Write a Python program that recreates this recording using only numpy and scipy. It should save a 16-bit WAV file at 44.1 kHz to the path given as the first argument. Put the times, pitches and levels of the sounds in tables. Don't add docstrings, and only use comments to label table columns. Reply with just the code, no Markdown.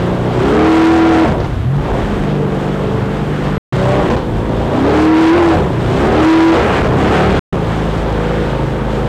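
import sys
import numpy as np
from scipy import signal
from scipy.fft import rfft, irfft, next_fast_len
from scipy.io import wavfile
from scipy.ndimage import uniform_filter1d

SR = 44100
rng = np.random.default_rng(int(sys.argv[2]) if len(sys.argv) > 2 else 0)


def master(y):
    cut = np.clip(np.atleast_2d(y).T, -1, 1)
    pcm = np.round(cut * 32767)
    wavfile.write(sys.argv[1], SR, pcm.astype(np.int16))


N = 400428


def undb(db):
    return 10 ** (np.asarray(db) / 20)


def unit(x):
    return x / np.sqrt(np.mean(x ** 2))


def walk(rate_hz):
    hold = int(SR / rate_hz)
    held = np.repeat(rng.standard_normal(N // hold + 1), hold)
    smooth = uniform_filter1d(uniform_filter1d(held, hold), hold)
    return unit(smooth[:N])


def coloured(spectrum, shared_db, own_db, rate_hz):
    hz, db = np.transpose(spectrum)
    size = next_fast_len(N)
    octave = np.log2(np.maximum(np.fft.rfftfreq(size, 1 / SR), 1))
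    edges = np.log2(np.r_[hz[0] / 2, hz, hz[-1] * 2])
    shape_db = np.interp(octave, edges, np.r_[-60, db, -60])
    noise = rfft(rng.standard_normal(size)) * undb(shape_db)
    out, swell = 0, walk(rate_hz / 2)
    for centre in np.arange(np.floor(edges[0]), edges[-1] + 1):
        band = np.clip(1 - abs(octave - centre), 0, 1)
        piece = irfft(noise * band, size)[:N]
        out = out + piece * undb(shared_db * swell + own_db * walk(rate_hz))
    return unit(out)


def spans(t, rows):
    ramp_s = .03
    return sum(db * np.clip(np.minimum(t - start, end - t) / ramp_s, 0, 1) for start, end, db in rows)


def speed_slope(crank_hz):
    return uniform_filter1d(np.gradient(crank_hz) * SR, size=2000)


# start_s, crank_hz, roar_db (less 1 dB when played), spray_db (plus 11 dB when played)
COURSE_1 = [(0.0, 59.9, -22, -40), (0.3, 60.34, -21.5, -40.5), (0.415, 62.96, -18.5, -35.5),
            (0.53, 74.56, -16.5, -32.5), (0.62, 78.3, -16.5, -30), (0.7, 80.3, -19.5, -28),
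            (0.94, 82.33, -22.5, -28), (1.24, 81.74, -17, -30), (1.36, 57.64, -20, -43),
            (1.5, 40.24, -26, -44), (1.61, 36.8, -33, -44.5), (1.8, 51.04, -25.5, -44.5),
            (1.96, 54, -18, -39), (2.17, 49.9, -22.5, -40), (2.58, 48.52, -21.5, -41),
            (3.58, 49.8, -24, -39.5)]
COURSE_2 = [(3.73, 60.95, -22.5, -35), (4.0, 67.03, -15, -33.5), (4.13, 60.1, -15, -37),
            (4.23, 54.67, -26, -42), (4.72, 56.4, -20, -38.5), (4.8, 64.43, -17, -36.5),
            (4.87, 71.63, -14, -35.5), (4.971, 76.64, -17, -30.5), (5.1, 79.67, -22, -29.5),
            (5.3, 81.46, -16.5, -24.5), (5.36, 87.34, -15, -30.5), (5.44, 86.4, -15.5, -28.5),
            (5.55, 78.34, -18, -29.5), (5.6, 73.7, -20.5, -35.5), (5.69, 61.12, -23.5, -41),
            (5.87, 58.64, -22.5, -38), (6.04, 71.37, -14.5, -32), (6.13, 75.37, -14.5, -31.5),
            (6.3, 80.62, -15.5, -26.5), (6.55, 82.63, -15.5, -29.5), (6.66, 71.96, -13.5, -33),
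            (6.77, 61.5, -13.5, -33.5), (6.9, 60.66, -17.5, -36.5), (7.07, 71.17, -13, -31),
            (7.16, 74.13, -15, -28), (7.3, 77.07, -19.5, -32), (7.39, 75.93, -21, -31.5)]
COURSE_3 = [(7.525, 54.87, -21, -38.5), (7.8, 53.86, -23, -38.5), (8.3, 53.78, -21, -39),
            (9.08, 53.06, -24, -40.5)]


def course(t):
    start_s, *columns = np.transpose(COURSE_1 + COURSE_2 + COURSE_3)
    return [np.interp(t, start_s, column) for column in columns]


# crank_hz, shaft_shake_db, firing_db, impeller_db, impeller_third_harmonic_db, hull_drumming_db, intake_snarl_db
TONES_BY_SPEED = [(37.6, -37.5, -31, -25.5, -40, -23.5, -42), (48, -37, -21, -24, -43, -27, -39),
                  (48.62, -27.5, -23, -23.5, -26.5, -32, -32), (53.2, -22, -26.5, -29, -30.5, -31, -34),
                  (60.9, -31.5, -32, -28.5, -27.5, -22.5, -29.5),
                  (69.1, -18.5, -24.5, -22.5, -30, -23, -25), (74.2, -24, -26.5, -22.5, -33, -24, -24),
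                  (76.7, -19.5, -17, -26.5, -28, -26.5, -26.5), (81, -24, -8, -29, -25.5, -31.5, -27),
                  (85.8, -20.5, -11.5, -20.5, -30.5, -30, -34)]
# start_s, end_s, drop_db
FIRING_DROPS = [(1.242, 1.65, 23), (1.65, 1.949, 9), (3.72, 4.03, 6), (4.078, 4.17, -10), (0.43, 0.5, -4),
                (4.72, 4.87, -7), (5.38, 5.483, -3), (5.51, 5.6, 6), (5.585, 5.799, 11), (6.536, 6.9, 19),
                (7.06, 7.4, 10), (7.5, 8.7, 1.5)]
# start_s, end_s, rise_db
IMPELLER_SINGS = [(-0.03, 0.34, 6), (1.85, 2.202, -7), (3.3, 3.6, 3.5), (5.28, 5.52, -9),
                  (0.51, 0.63, 11.5), (1.642, 1.831, 10), (2.2, 2.5, 5.5), (3.74, 3.95, 4),
                  (2.85, 3.15, -3), (8.78, 9.11, -7), (7.5, 8.5, 5.5)]
# start_s, end_s, rise_db
WHINE_SINGS = [(0, 0.45, -4), (0.62, 1.235, 4.5), (5.62, 5.95, -5), (1.65, 2.2, -4), (2.301, 2.75, 1.5),
               (3.299, 3.599, -5.5), (3.851, 4.05, 6.5), (4.15, 4.7, -2.5), (7.5, 8.08, -3),
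               (8.1, 8.468, 9), (8.5, 9.08, -3)]
PULL_DB, PULL_HZ_PER_S = 5, 72
SWELL_DB, SWELLS_PER_S = 1.0, 6


def tone_levels(t, crank_hz):
    speed_hz, *laws = np.transpose(TONES_BY_SPEED)
    shake_db, firing_db, impeller_db, whine_db, drum_db, snarl_db = (
        np.interp(crank_hz, speed_hz, law) for law in laws)
    pull_db = PULL_DB * np.clip(speed_slope(crank_hz) / PULL_HZ_PER_S, 0, 1)
    firing_db = firing_db + pull_db - spans(t, FIRING_DROPS)
    impeller_db = impeller_db + spans(t, IMPELLER_SINGS)
    whine_db = whine_db + spans(t, WHINE_SINGS)
    shake_db, impeller_db, whine_db, drum_db, snarl_db = (
        db + SWELL_DB * walk(SWELLS_PER_S) for db in (shake_db, impeller_db, whine_db, drum_db, snarl_db))
    return shake_db, firing_db, impeller_db, whine_db, drum_db, snarl_db


def tone(turns, order, flutter_db, waver_db=1.5, wander=.35):
    phase = 2 * np.pi * (order * turns + rng.random()) + wander * np.sqrt(order) * walk(25)
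    return np.sqrt(2) * np.sin(phase) * undb(waver_db * walk(12) + flutter_db * walk(40))


def main_tones(turns, slowing, flutter_db, shake_db, firing_db, impeller_db, whine_db):
    firing = tone(turns, 4, flutter_db, 1.5, wander=.08 + 0.3 * slowing)
    impeller = tone(turns, 3, flutter_db, 1.2, wander=0.15 + slowing)
    whine = tone(turns, 9, flutter_db, 2.0, wander=0.17 + slowing)
    shake = tone(turns, 1, flutter_db, 0.0, wander=0.18 + slowing)
    out = undb(firing_db) * firing + undb(impeller_db) * impeller
    return out + undb(whine_db) * whine + undb(shake_db) * shake


# crank_multiple, level_db (re drumming)
HULL_DRUM = [(2, -2.5), (2.5, -3.5)]
# crank_multiple, level_db (re snarl)
INTAKE_SNARL = [(5, -3), (5.5, -1), (6, -1), (6.5, -6.5)]
# crank_multiple, level_db (re roar_db of the course)
UNEVEN_ORDERS = [(1.5, -13.5), (3.5, -15), (4.5, -12.5), (7, -12), (7.5, -15.5), (8, -13.5), (10, -13.5),
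                 (11, -15), (12, -21), (17, -16)]
# centre_hz, width_hz, lift_db
EXHAUST_RESONANCES = [(121, 59, 3), (408, 87, 3.5), (757, 27, 1)]
# crank_multiple, start_s, end_s, rise_db
ORDER_SINGS = [(2, 0.34, 0.432, 6.5), (5, 0.41, 0.535, 9.5), (6, 0.333, 0.45, 9), (6, 0.48, 0.63, 6),
               (5.5, 0.39, 0.72, 6), (2.5, 2.82, 3.12, 8.5), (17, 2.1, 3.6, -9), (2, 3.82, 4.04, 4),
               (5.5, 3.7, 4.0, -11), (6, 3.72, 4.1, 2.5), (8, 3.72, 4.0, 5), (12, 3.8, 4.02, 11),
               (6, -0.03, 0.3, 4), (17, -0.03, 0.4, -7), (3.5, 4.07, 4.17, 10), (7, 0.97, 1.24, 4),
               (6, 7.9, 9.11, 3), (2, 7.5, 8.8, 2.5), (10, 8.2, 9.11, 4), (7, 4.72, 5.2, -6),
               (11, 4.92, 5.12, 7), (12, 4.75, 5.0, 5), (2, 5.48, 5.66, 5.5), (7, 5.55, 5.66, 8),
               (2, 4.25, 4.45, 6), (5, 4.74, 4.86, 11), (6, 4.83, 4.97, 6), (5.5, 4.84, 5.1, 5),
               (6, 5.46, 5.6, 5), (2, 5.74, 5.97, 6), (5, 5.99, 6.24, 9), (5.5, 6.06, 6.22, 4),
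               (6, 6.54, 6.61, 8.5), (4.5, 4.74, 4.9, 6), (2, 6.86, 7.0, 5.5), (5, 6.93, 7.36, 5.5),
               (6, 7.08, 7.3, 3), (2.5, 7.14, 7.34, 7.5), (2, 7.14, 7.3, 6.5), (8, 7.14, 7.4, 4.5),
               (10, 7.12, 7.3, 5.5), (11, 7.5, 9.11, -4), (2.5, 8.45, 9.08, 7.5)]


def order_tones(t, crank_hz, turns, slowing, flutter_db, drum_db, snarl_db, roar_db):
    ragged = 0.2 + 1.2997 * slowing
    out = 0
    for orders, level_db in (HULL_DRUM, drum_db), (INTAKE_SNARL, snarl_db), (UNEVEN_ORDERS, roar_db):
        for order, db in orders:
            lift_db = sum(top / (1 + (2 * (order * crank_hz - hz) / width) ** 2)
                          for hz, width, top in EXHAUST_RESONANCES)
            sings = [row[1:] for row in ORDER_SINGS if round(2 * row[0]) == round(2 * order)]
            gain = undb(db + lift_db + spans(t, sings) + level_db - 1.7 * slowing)
            out = out + gain * tone(turns, order, flutter_db, wander=ragged)
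    return out


# (per Hz, relative)
ROAR_SPECTRUM = [(150, -5.5), (250, -2), (400, 2.5), (550, 0), (800, -2.5), (1200, -9.5), (2000, -26),
                 (3500, -26)]
# (per Hz, relative)
RASP_SPECTRUM = [(700, -8.5), (900, -5), (1400, 1.5), (2000, -4), (3000, -8)]
# time_s, level_db
RASP_LEVEL = [(0, -36), (0.23, -41), (0.6, -27), (1.22, -27), (1.34, -40), (1.58, -56), (1.84, -50),
              (1.89, -33.5), (2.29, -41), (3.2, -39), (3.57, -32.5), (3.74, -36.5), (3.99, -34),
              (4.24, -47), (4.74, -41), (4.98, -28), (5.47, -29), (5.77, -46), (6.06, -27), (6.5, -22.5),
              (6.79, -18.5), (6.88, -29.5), (7.17, -18.5), (7.38, -29.5), (7.54, -37.5), (8.28, -35.5),
              (9.08, -40)]


def exhaust_gas(t, phase, chance, roar_db):
    puffs = unit((0.63 + np.exp(-phase / 0.45)) * undb(1.3 * chance))
    rasp_db = np.interp(t, *np.transpose(RASP_LEVEL))
    roar = undb(roar_db - 1.0) * puffs * coloured(ROAR_SPECTRUM, 0.75, 1.4, 20)
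    rasp = undb(rasp_db) * puffs * coloured(RASP_SPECTRUM, .6, 1.9, 30)
    return roar, rasp


HUNT_SHARE = 0.003985
UNEVEN_DB, FLUTTER_DB = 2.0, 1.23
PART_HZ, FULL_HZ = 69.6, 80.8


def engine(t, steady_hz, roar_db):
    shake_db, firing_db, impeller_db, whine_db, drum_db, snarl_db = tone_levels(t, steady_hz)
    crank_hz = steady_hz * (1 + HUNT_SHARE * walk(8))
    turns = np.cumsum(crank_hz) / SR
    slowing = np.clip((-speed_slope(crank_hz) - 10) / 40, 0, 1)
    part = np.interp(crank_hz, [PART_HZ, FULL_HZ], [1, 0])
    flutter_db = FLUTTER_DB * part
    tones = main_tones(turns, slowing, flutter_db, shake_db, firing_db, impeller_db, whine_db)
    tones = tones + order_tones(t, crank_hz, turns, slowing, flutter_db, drum_db, snarl_db, roar_db)
    firing, phase = np.divmod(4 * turns, 1)
    chance = rng.standard_normal(N // 50)[firing.astype(int)]
    tones = tones * undb(UNEVEN_DB * part * uniform_filter1d(chance, size=60))
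    roar, rasp = exhaust_gas(t, phase, chance, roar_db)
    boom_db = 6 / (1 + ((4 * crank_hz - 332) / 28) ** 4)
    return undb(boom_db) * (tones + roar) + rasp


# (per Hz, relative)
SPRAY_SPECTRUM = [(700, 5), (1500, 1.5), (2500, -5.5), (3300, -5), (4500, -12.5), (6000, -16),
                  (8000, -15.5), (10000, -20)]


def spray(spray_db):
    return undb(spray_db + 11.0) * coloured(SPRAY_SPECTRUM, 1.0, 1.0, 25)


# (per Hz, relative)
BUFFET_SPECTRUM = [(25, -0.5), (40, 3.5), (55, -0.5), (80, -6.5), (120, -3), (180, -7.5), (300, -13)]
SHOT_BUFFET = [-23.5, -20, -26]
# middle_s, half_length_s, rise_db
GUSTS = [(0.55, .06, 7), (0.95, .2, 1), (1.4, 0.18, 11.5), (1.9, 0.31, 7), (4.1, 0.23, 2.5),
         (4.9, 0.089, -8), (5.3, 0.098, -4), (5.5, .1, 9), (6.1, 0.14, 10.5), (6.95, 0.24, 8.5),
         (7.37, 0.12, 10.5), (7.97, .1, 6)]
# start_s, end_s
GAPS = [(3.5802, 3.7236), (7.3941, 7.5248)]


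def buffet(t):
    shot = np.searchsorted([end for _, end in GAPS], t)
    gust_db = sum(db * np.exp(-((t - middle) / half) ** 2) for middle, half, db in GUSTS)
    level_db = np.take(SHOT_BUFFET, shot) + gust_db
    return undb(level_db - 3.0) * coloured(BUFFET_SPECTRUM, 1.7, 0.88, 12)


# (per Hz, relative)
SPLASH_SPECTRUM = [(300, 11.5), (700, 2.5), (1500, -5), (3500, -15), (6000, -19)]
# turn_s (push gives way to swing), push_db, push_ms, splash_db (at turn_s, decaying),
# direction (1 in, -1 out)
SLAMS = [(1.398, -14, 5, -17, 1), (1.439, -13, 6.8, -17, 1), (1.807, -12, 6.6, -36, 1),
         (4.0985, -3, 5.5, -11, 1), (4.162, -2, 5.4, -20, 1), (6.828, -3, 6.2, -21, 1),
         (6.8388, -4, 4.5, -23, -1), (6.843, -5, 3.3, -25, -1), (6.852, -15, 3.03, -18, 1),
         (6.8835, -6, 4, -24, -1)]
SLAM_EDGE = 2.5


def slams(t):
    out = 0
    water = coloured(SPLASH_SPECTRUM, 0, 1, 40)
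    for turn_s, push_db, push_ms, splash_db, way in SLAMS:
        u = np.clip((t - turn_s) * 1000 / push_ms * np.where(t > turn_s, 1.7, 1), -1, 1)
        swing = np.tanh(SLAM_EDGE * np.sin(np.pi * u)) * np.where(u > 0, .42, 1)
        out = out - np.sign(way) * undb(push_db) * swing
        out = out + undb(splash_db) * water * (u == 1) * np.exp(-abs(t - turn_s) / 0.016)
    return out


def scene():
    t = np.arange(N) / SR
    crank_hz, roar_db, spray_db = course(t)
    mono = engine(t, crank_hz, roar_db) + spray(spray_db) + buffet(t) + slams(t)
    return np.array([mono, mono])


def overload(x, top, knee):
    return x / (1 + abs(x / top) ** knee) ** (1 / knee)


def filtered(x, order, hz, kind="low"):
    return signal.sosfilt(signal.butter(order, hz, kind, fs=SR, output="sos"), x)


CAPSULE_TOP, CAPSULE_KNEE = 0.6, 4.9
AMP_TOP, AMP_KNEE = 0.45, 7.6
TOP_HZ = 15585


def record(dry):
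    x = overload(dry[0] * undb(1.5), CAPSULE_TOP, CAPSULE_KNEE)
    x = filtered(x, 2, 40, "high")
    x = overload(x, AMP_TOP, AMP_KNEE)
    x = filtered(x, 1, 25, "high")
    x = filtered(x, 1, 3500)
    x = filtered(x, 6, 9800)
    mirror = filtered(x * (-1) ** np.arange(N), 8, [11300, 13900], "band")
    converter_hiss = filtered(rng.standard_normal(N), 8, 13500)
    x = x + undb(-8.5) * mirror + undb(-54.0) * converter_hiss
    t = np.arange(N) / SR
    for start, end in GAPS:
        x = x * np.clip(np.maximum((start - t) / .0004, (t - end) / .003), 0, 1)
    grain = x * rng.standard_normal(N) * undb(4.0 * walk(20))
    grain = undb(-37.0) * filtered(grain, 2, 3000) + undb(-55.0) * grain
    grain = filtered(grain, 8, 13500)
    pair = np.array([x + grain, x - grain])
    return signal.sosfilt(signal.ellip(8, .2, 70, TOP_HZ, fs=SR, output="sos"), pair)


dry = scene()
out = record(dry)
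master(out)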